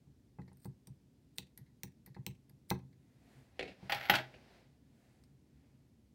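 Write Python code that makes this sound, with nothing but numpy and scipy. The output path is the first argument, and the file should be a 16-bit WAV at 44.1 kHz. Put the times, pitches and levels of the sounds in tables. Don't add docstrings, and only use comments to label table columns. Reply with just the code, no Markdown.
import sys
import numpy as np
from scipy import signal
from scipy.fft import rfft, irfft
from scipy.io import wavfile

SR = 44100
rng = np.random.default_rng(int(sys.argv[2]) if len(sys.argv) > 2 else 0)


def waveform_to_disk(signal):
    frames = np.transpose(np.atleast_2d(signal))
    scaled = np.clip(frames, -1, 1) * 32767
    samples = np.round(scaled).astype(np.int16)
    wavfile.write(sys.argv[1], SR, samples)


N = 270857
TIME = np.arange(N) / SR
AGE = TIME[:SR * 3 // 4]


def undb(db):
    return 10 ** (np.asarray(db) / 20)


def fade(t60):
    return np.exp(-np.log(1000) * AGE / t60)


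def swell(s, attack, hold, release):
    before = np.maximum(s - TIME, 0) / attack
    after = np.maximum(TIME - s - hold, 0) / release
    return np.exp(-np.log(1000) * np.minimum(before + after, 10))


def unit(x):
    return x / np.sqrt(np.sum(x ** 2))


def through(x, response):
    return signal.fftconvolve(x, response)[:len(x)]


def add(out, s, x):
    i = int(max(s, 0) * SR)
    out[i:i + len(x)] += x[:N - i]


def colour(points, tilt_db=0, size=4096):
    hz, db = np.transpose(points)
    octave = np.log2(np.maximum(np.arange(size // 2 + 1) * SR / size, 1))
    gain_db = np.interp(octave, np.log2(hz), db) + tilt_db * octave
    cepstrum = irfft(np.log(undb(gain_db)))
    cepstrum[0], cepstrum[size // 2:] = 0, 0
    return unit(irfft(np.exp(2 * rfft(cepstrum[:size]))))


def ring(modes):
    return sum(undb(db) * fade(t60) * np.sin(2 * np.pi * hz * AGE) for hz, db, t60 in modes)


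def contact(t60, rise=0.0023):
    return rng.choice([-1, 1], len(AGE)) * fade(t60) * (1 - fade(rise))


def grains(rate, spread_db):
    happens = rng.random(N) < rate / SR
    sign = rng.choice([-1, 1], N)
    size = undb(spread_db * np.minimum(rng.exponential(size=N), np.pi))
    slips = happens * sign * size
    return slips / slips.std()


def room_tone(level_db=-66.5, waver_db=5.5):
    # frequency in Hz, density in dB per Hz.
    rumble_colour = [(25, -23), (60, 1.5), (100, -2.5), (128, 0), (185, -5), (250, -1.5), (320, -10),
                     (550, -21.5), (1250, -34.5), (2000, -33), (2800, -35), (4800, -35), (9000, -39.5),
                     (16000, -44)]
    waver = signal.resample(rng.standard_normal(60), N)
    rumble = through(rng.standard_normal(N), colour(rumble_colour))
    drone = through(rng.standard_normal(N), unit(ring([(136.5, 0.0, 0.5), (246.0, 0, 0.067)])))
    return undb(level_db) * (rumble + undb(-11.5 + waver_db * waver) * drone)


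def room(x, near_db, tail_db):
    # delay in seconds, level in dB.
    echoes = [(0.0364, -28), (0.0445, -29), (.081, -43.5), (.085, -36.5)]
    near, tail = rng.standard_normal((2, len(AGE))) * (1 - fade(0.027))
    near_colour = colour([(150, -15.5), (500, 3.0), (16000, 5)])
    tail_colour = colour([(120, 6.5), (400, 4), (4000, -4.5), (8000, -7.5), (16000, -22.0)])
    near = unit(through(near * fade(0.074), near_colour))
    tail = unit(through(tail * fade(0.23), tail_colour))
    wet = through(x, undb(near_db) * near + undb(tail_db) * tail)
    wall_colour = colour([(100, -6.0), (4000, -2), (8000, -7), (16000, -17.0)])
    wall = unit(through(contact(t60=0.034), wall_colour))
    bounce = through(x, wall)
    for s, db in echoes:
        add(wet, s, undb(db) * bounce)
    return x + wet


def jacket():
    # fastest moment in seconds, level in dB, time to swell or die away in seconds, #
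    # fine hiss in dB relative to the stroke.
    strokes = [(3.1, -82, 0.08, -8), (3.351, -69.5, 0.091, -10), (3.67, -66, 0.069, -25),
               (3.86, -63, 0.044, -23), (4.3, -66, 0.16, -25), (4.54, -66.5, .07, -20),
               (5.07, -75.5, .12, -8.5), (5.65, -80.5, 0.12, -15)]
    # frequency in Hz, density in dB per Hz.
    cloth_colour = [(100, -11), (350, 6), (700, 6), (1200, -4.5), (2000, 1), (3200, -6), (5000, -7),
                    (7000, -18), (15000, -33)]
    hiss_colour = [(2000, -12.5), (5000, -0.5), (8000, -2.5), (16000, -13)]
    fibres = grains(rate=45000, spread_db=3.0)
    body, hiss = 0, 0
    for s, db, swell_s, hiss_db in strokes:
        speed = undb(db) / np.cosh(np.clip((TIME - s) / swell_s, -20, 20))
        body = np.hypot(body, speed)
        hiss = np.hypot(hiss, undb(hiss_db) * speed)
    return through(body * fibres, colour(cloth_colour)) + through(hiss * fibres, colour(hiss_colour))


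def table(knock_ring_db=-7, slide_steel_db=-19):
    # frequency in Hz, level in dB, t60 in seconds.
    knock_modes = [(128, -5, .35), (251, -5, .22), (360, -7, .18), (440, -8, .18), (635, 0, .22),
                   (692, 0, .22), (746, -2, .16), (801, 0, .15), (837, 8, .19), (1500, -3, .12),
                   (1725, -3, .15), (1800, -1, .12), (1942, -2, .15), (2077, -1, .15), (2167, -2, .15),
                   (2276, 0, .14), (2715, -4, .11), (3020, 2, .11), (3275, -4, .11)]
    steel_modes = [(11767, 0, .09), (11885, -3, .02), (12584, 0, .02), (12694, 2, .055), (15337, -2, .04),
                   (15680, -2, .04)]
    # start in seconds, level in dB, t60 of the contact in seconds,
    # steel ring in dB, treble tilt in dB per octave.
    knocks = [(3.8957, -32.5, 0.067, -16.5, -1), (3.9204, -23, 0.047, -25, 0.2),
              (3.945, -32.5, 0.03, -15.5, 3), (4.097, -12.5, 0.035, -15.5, -1),
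              (4.137, -24.5, 0.07, -24, -2.5), (4.153, -23, 0.044, -31.5, 2.5),
              (4.186, -33.5, 0.027, -33, 1)]
    # start in seconds, level in dB, t60 of the contact in seconds.
    bumps = [(3.5932, -32.5, 0.052), (3.609, -37, 0.02), (3.627, -37, 0.039), (3.653, -51.5, 0.1),
             (3.677, -50, 0.19), (4.34, -54.5, 0.093)]
    # start in seconds, length in seconds, level in dB.
    slides = [(3.911, .18, -48.5), (4.125, 0.044, -39.5)]
    # frequency in Hz, density in dB per Hz.
    knock_colour = [(30, -60), (80, -37), (150, -12), (520, -14), (650, 0), (830, 4.5), (1060, -9.5),
                    (1500, -1), (2100, 0.5), (3100, -7), (4500, -10.5), (6500, -25.5), (10000, -32.5),
                    (16000, -35)]
    bump_colour = [(50, -1.5), (150, 4.5), (380, 7), (700, 6), (1100, -15), (1700, 1), (2600, 4),
                   (3200, -3), (4200, -5.5), (6000, -21), (10000, -29), (16000, -52)]
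    slide_attack_s, slide_release_s = 0.035, 0.14

    knock_ring = undb(knock_ring_db) * unit(ring(knock_modes))
    steel = unit(ring(steel_modes))
    drag = sum(undb(db) * swell(s, slide_attack_s, length, slide_release_s) for s, length, db in slides)
    slips = drag * grains(rate=900, spread_db=3.5)
    scrape = through(slips, colour(knock_colour, tilt_db=0.07))
    out = scrape + through(slips, undb(-1) * knock_ring + undb(slide_steel_db) * steel)
    for s, db, t60 in bumps:
        add(out, s, undb(db) * through(contact(t60, rise=0.00061), colour(bump_colour)))
    for s, db, t60, steel_db, tilt_db in knocks:
        blow = undb(db) * contact(t60, rise=0.0067)
        clack = through(blow, colour(knock_colour, tilt_db))
        add(out, s, clack + through(blow, knock_ring + undb(steel_db) * steel))
    return out


def vise():
    # start in seconds, level in dB,
    # sharpness of the push in Hz, low boom of the room in dB.
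    tugs = [(.07, -55, 110, -51.5), (.386, -47, 800, -56), (0.393, -35, 148, -56), (0.479, -51, 200, -58),
            (0.516, -57.5, 700, -53), (.654, -38, 250, -33), (.876, -41.5, 70, -39),
            (1.387, -46.5, 443, -48), (1.586, -50.5, 110, -42.5), (1.837, -41.5, 245, -42),
            (2.074, -54, 400, -42.5), (2.165, -45.5, 696, -33.5), (2.267, -39, 317, -33.5),
            (2.505, -54, 131, -49), (2.7114, -27.5, 3020, -31), (3.828, -40.5, 150, -42.5)]
    # frequency in Hz, level in dB, t60 in seconds.
    vise_modes = [(82, -18.5, 0.32), (129.8, -5.5, 0.37), (170, -0.5, 0.12), (185.2, -15, 0.4),
                  (258, -8.5, 0.15), (361, -0.5, 0.061), (440.6, -3, 0.04), (832, 0, 0.04),
                  (903, 3.5, 0.028), (1032, -5, 0.047), (1093, -12, 0.024), (1284, -7, 0.033),
                  (1605, -6, 0.035), (2020, -3.5, 0.03), (2554, -8.5, 0.033)]
    boom_hz, boom_t60_s, boom_delay_s, boom_rise_s = 127.3, 0.15, 0.025, 0.037

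    out = np.zeros(N)
    boom = ring([(boom_hz, 0, boom_t60_s)]) * (1 - fade(boom_rise_s))
    for s, db, push_hz, boom_db in tugs:
        modes = [(hz, mode_db - 10 * np.log10(1 + (hz / push_hz) ** 2), t60)
                 for hz, mode_db, t60 in vise_modes]
        add(out, s, undb(db) * ring(modes) * (1 - fade(0.014)))
        add(out, s + boom_delay_s, undb(boom_db) * boom)
    return out


def scissors():
    # meeting in seconds,
    # level in dB, build-up in seconds.
    cuts = [(0.647, -68.5, 0.26), (1.382, -62.5, 0.092), (2.703, -45, 0.025)]
    # start in seconds, level in dB, treble tilt in dB per octave.
    snips = [(1.3836, -27, -0.2), (1.8338, -29.5, 2.6), (2.2649, -27, 1.2), (2.7039, -25.5, 2.6)]
    # start in seconds, level in dB,
    # pitch of the brightest ring in Hz, level of that ring in dB relative to the tick.
    ticks = [(0.53, -73, 10500, 5), (0.5706, -67, 14000, -1), (0.646, -48.5, 8300, -7),
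             (0.656, -52, 15500, -18), (0.871, -49.5, 5830, -12), (1.5754, -59.5, 11900, 16.5),
             (2.061, -61, 12900, 12.5), (2.495, -65.5, 12500, 5), (5.2372, -65.5, 5100, 1.5)]
    # start in seconds, level in dB, t60 in seconds.
    rubs = [(0.4165, -60, 0.02), (.478, -64.5, 0.08), (1.576, -69, 0.14), (1.662, -76, 0.16),
            (2.062, -63.5, 0.11), (2.145, -58.5, 0.059), (2.497, -58.5, 0.015), (2.928, -71, 0.049)]
    # frequency in Hz, density in dB per Hz.
    snip_colour = [(300, -10.5), (1300, -18.5), (2200, 4), (3000, -5.5), (4100, 5.5), (5000, -9), (5900, 2),
                   (6900, -13), (8300, -6), (10000, -14.5), (12500, -12.5), (14900, -3.5), (16000, -7.5)]
    tick_colour = [(500, -11), (2000, -1.5), (3000, -11), (5000, 1.5), (6800, -17), (8500, 9),
                   (10300, -2.5), (12500, 0), (16000, 1)]
    rub_colour = [(400, -6), (1400, -10), (1950, 9), (2900, -21.5), (4200, -1.5), (6000, -17),
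                  (15000, -28.5)]

    pressure = sum(undb(db) * swell(s, build_up, 0, release=0.05) for s, db, build_up in cuts)
    out = pressure * through(grains(rate=4900, spread_db=19), colour(tick_colour))
    for s, db, tilt_db in snips:
        snap = contact(t60=0.0083, rise=0.00007)
        add(out, s, undb(db) * through(snap, colour(snip_colour, tilt_db)))
    for s, db, hz, ring_db in ticks:
        touch = contact(t60=0.02)
        add(out, s, undb(db) * through(touch, colour(tick_colour)))
        add(out, s, undb(db + ring_db) * through(touch, unit(ring([(hz, 0, .003)]))))
    for s, db, t60 in rubs:
        add(out, s, undb(db) * through(contact(t60), colour(rub_colour)))
    return out


def scene():
    close = room(scissors() + vise(), near_db=-11.5, tail_db=-18.5)
    far = room(table(), near_db=-9.0, tail_db=-11.0)
    return (close + far + jacket() + room_tone())[None]


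def record(dry, low_cut_hz=50, top_hz=15900):
    low_cut = signal.butter(3, low_cut_hz, "high", fs=SR, output="sos")
    top_cut = signal.ellip(8, .2, 70, top_hz, fs=SR, output="sos")
    thin = signal.sosfilt(low_cut, dry)
    return signal.sosfilt(top_cut, thin)


dry = scene()
out = record(dry)
waveform_to_disk(out)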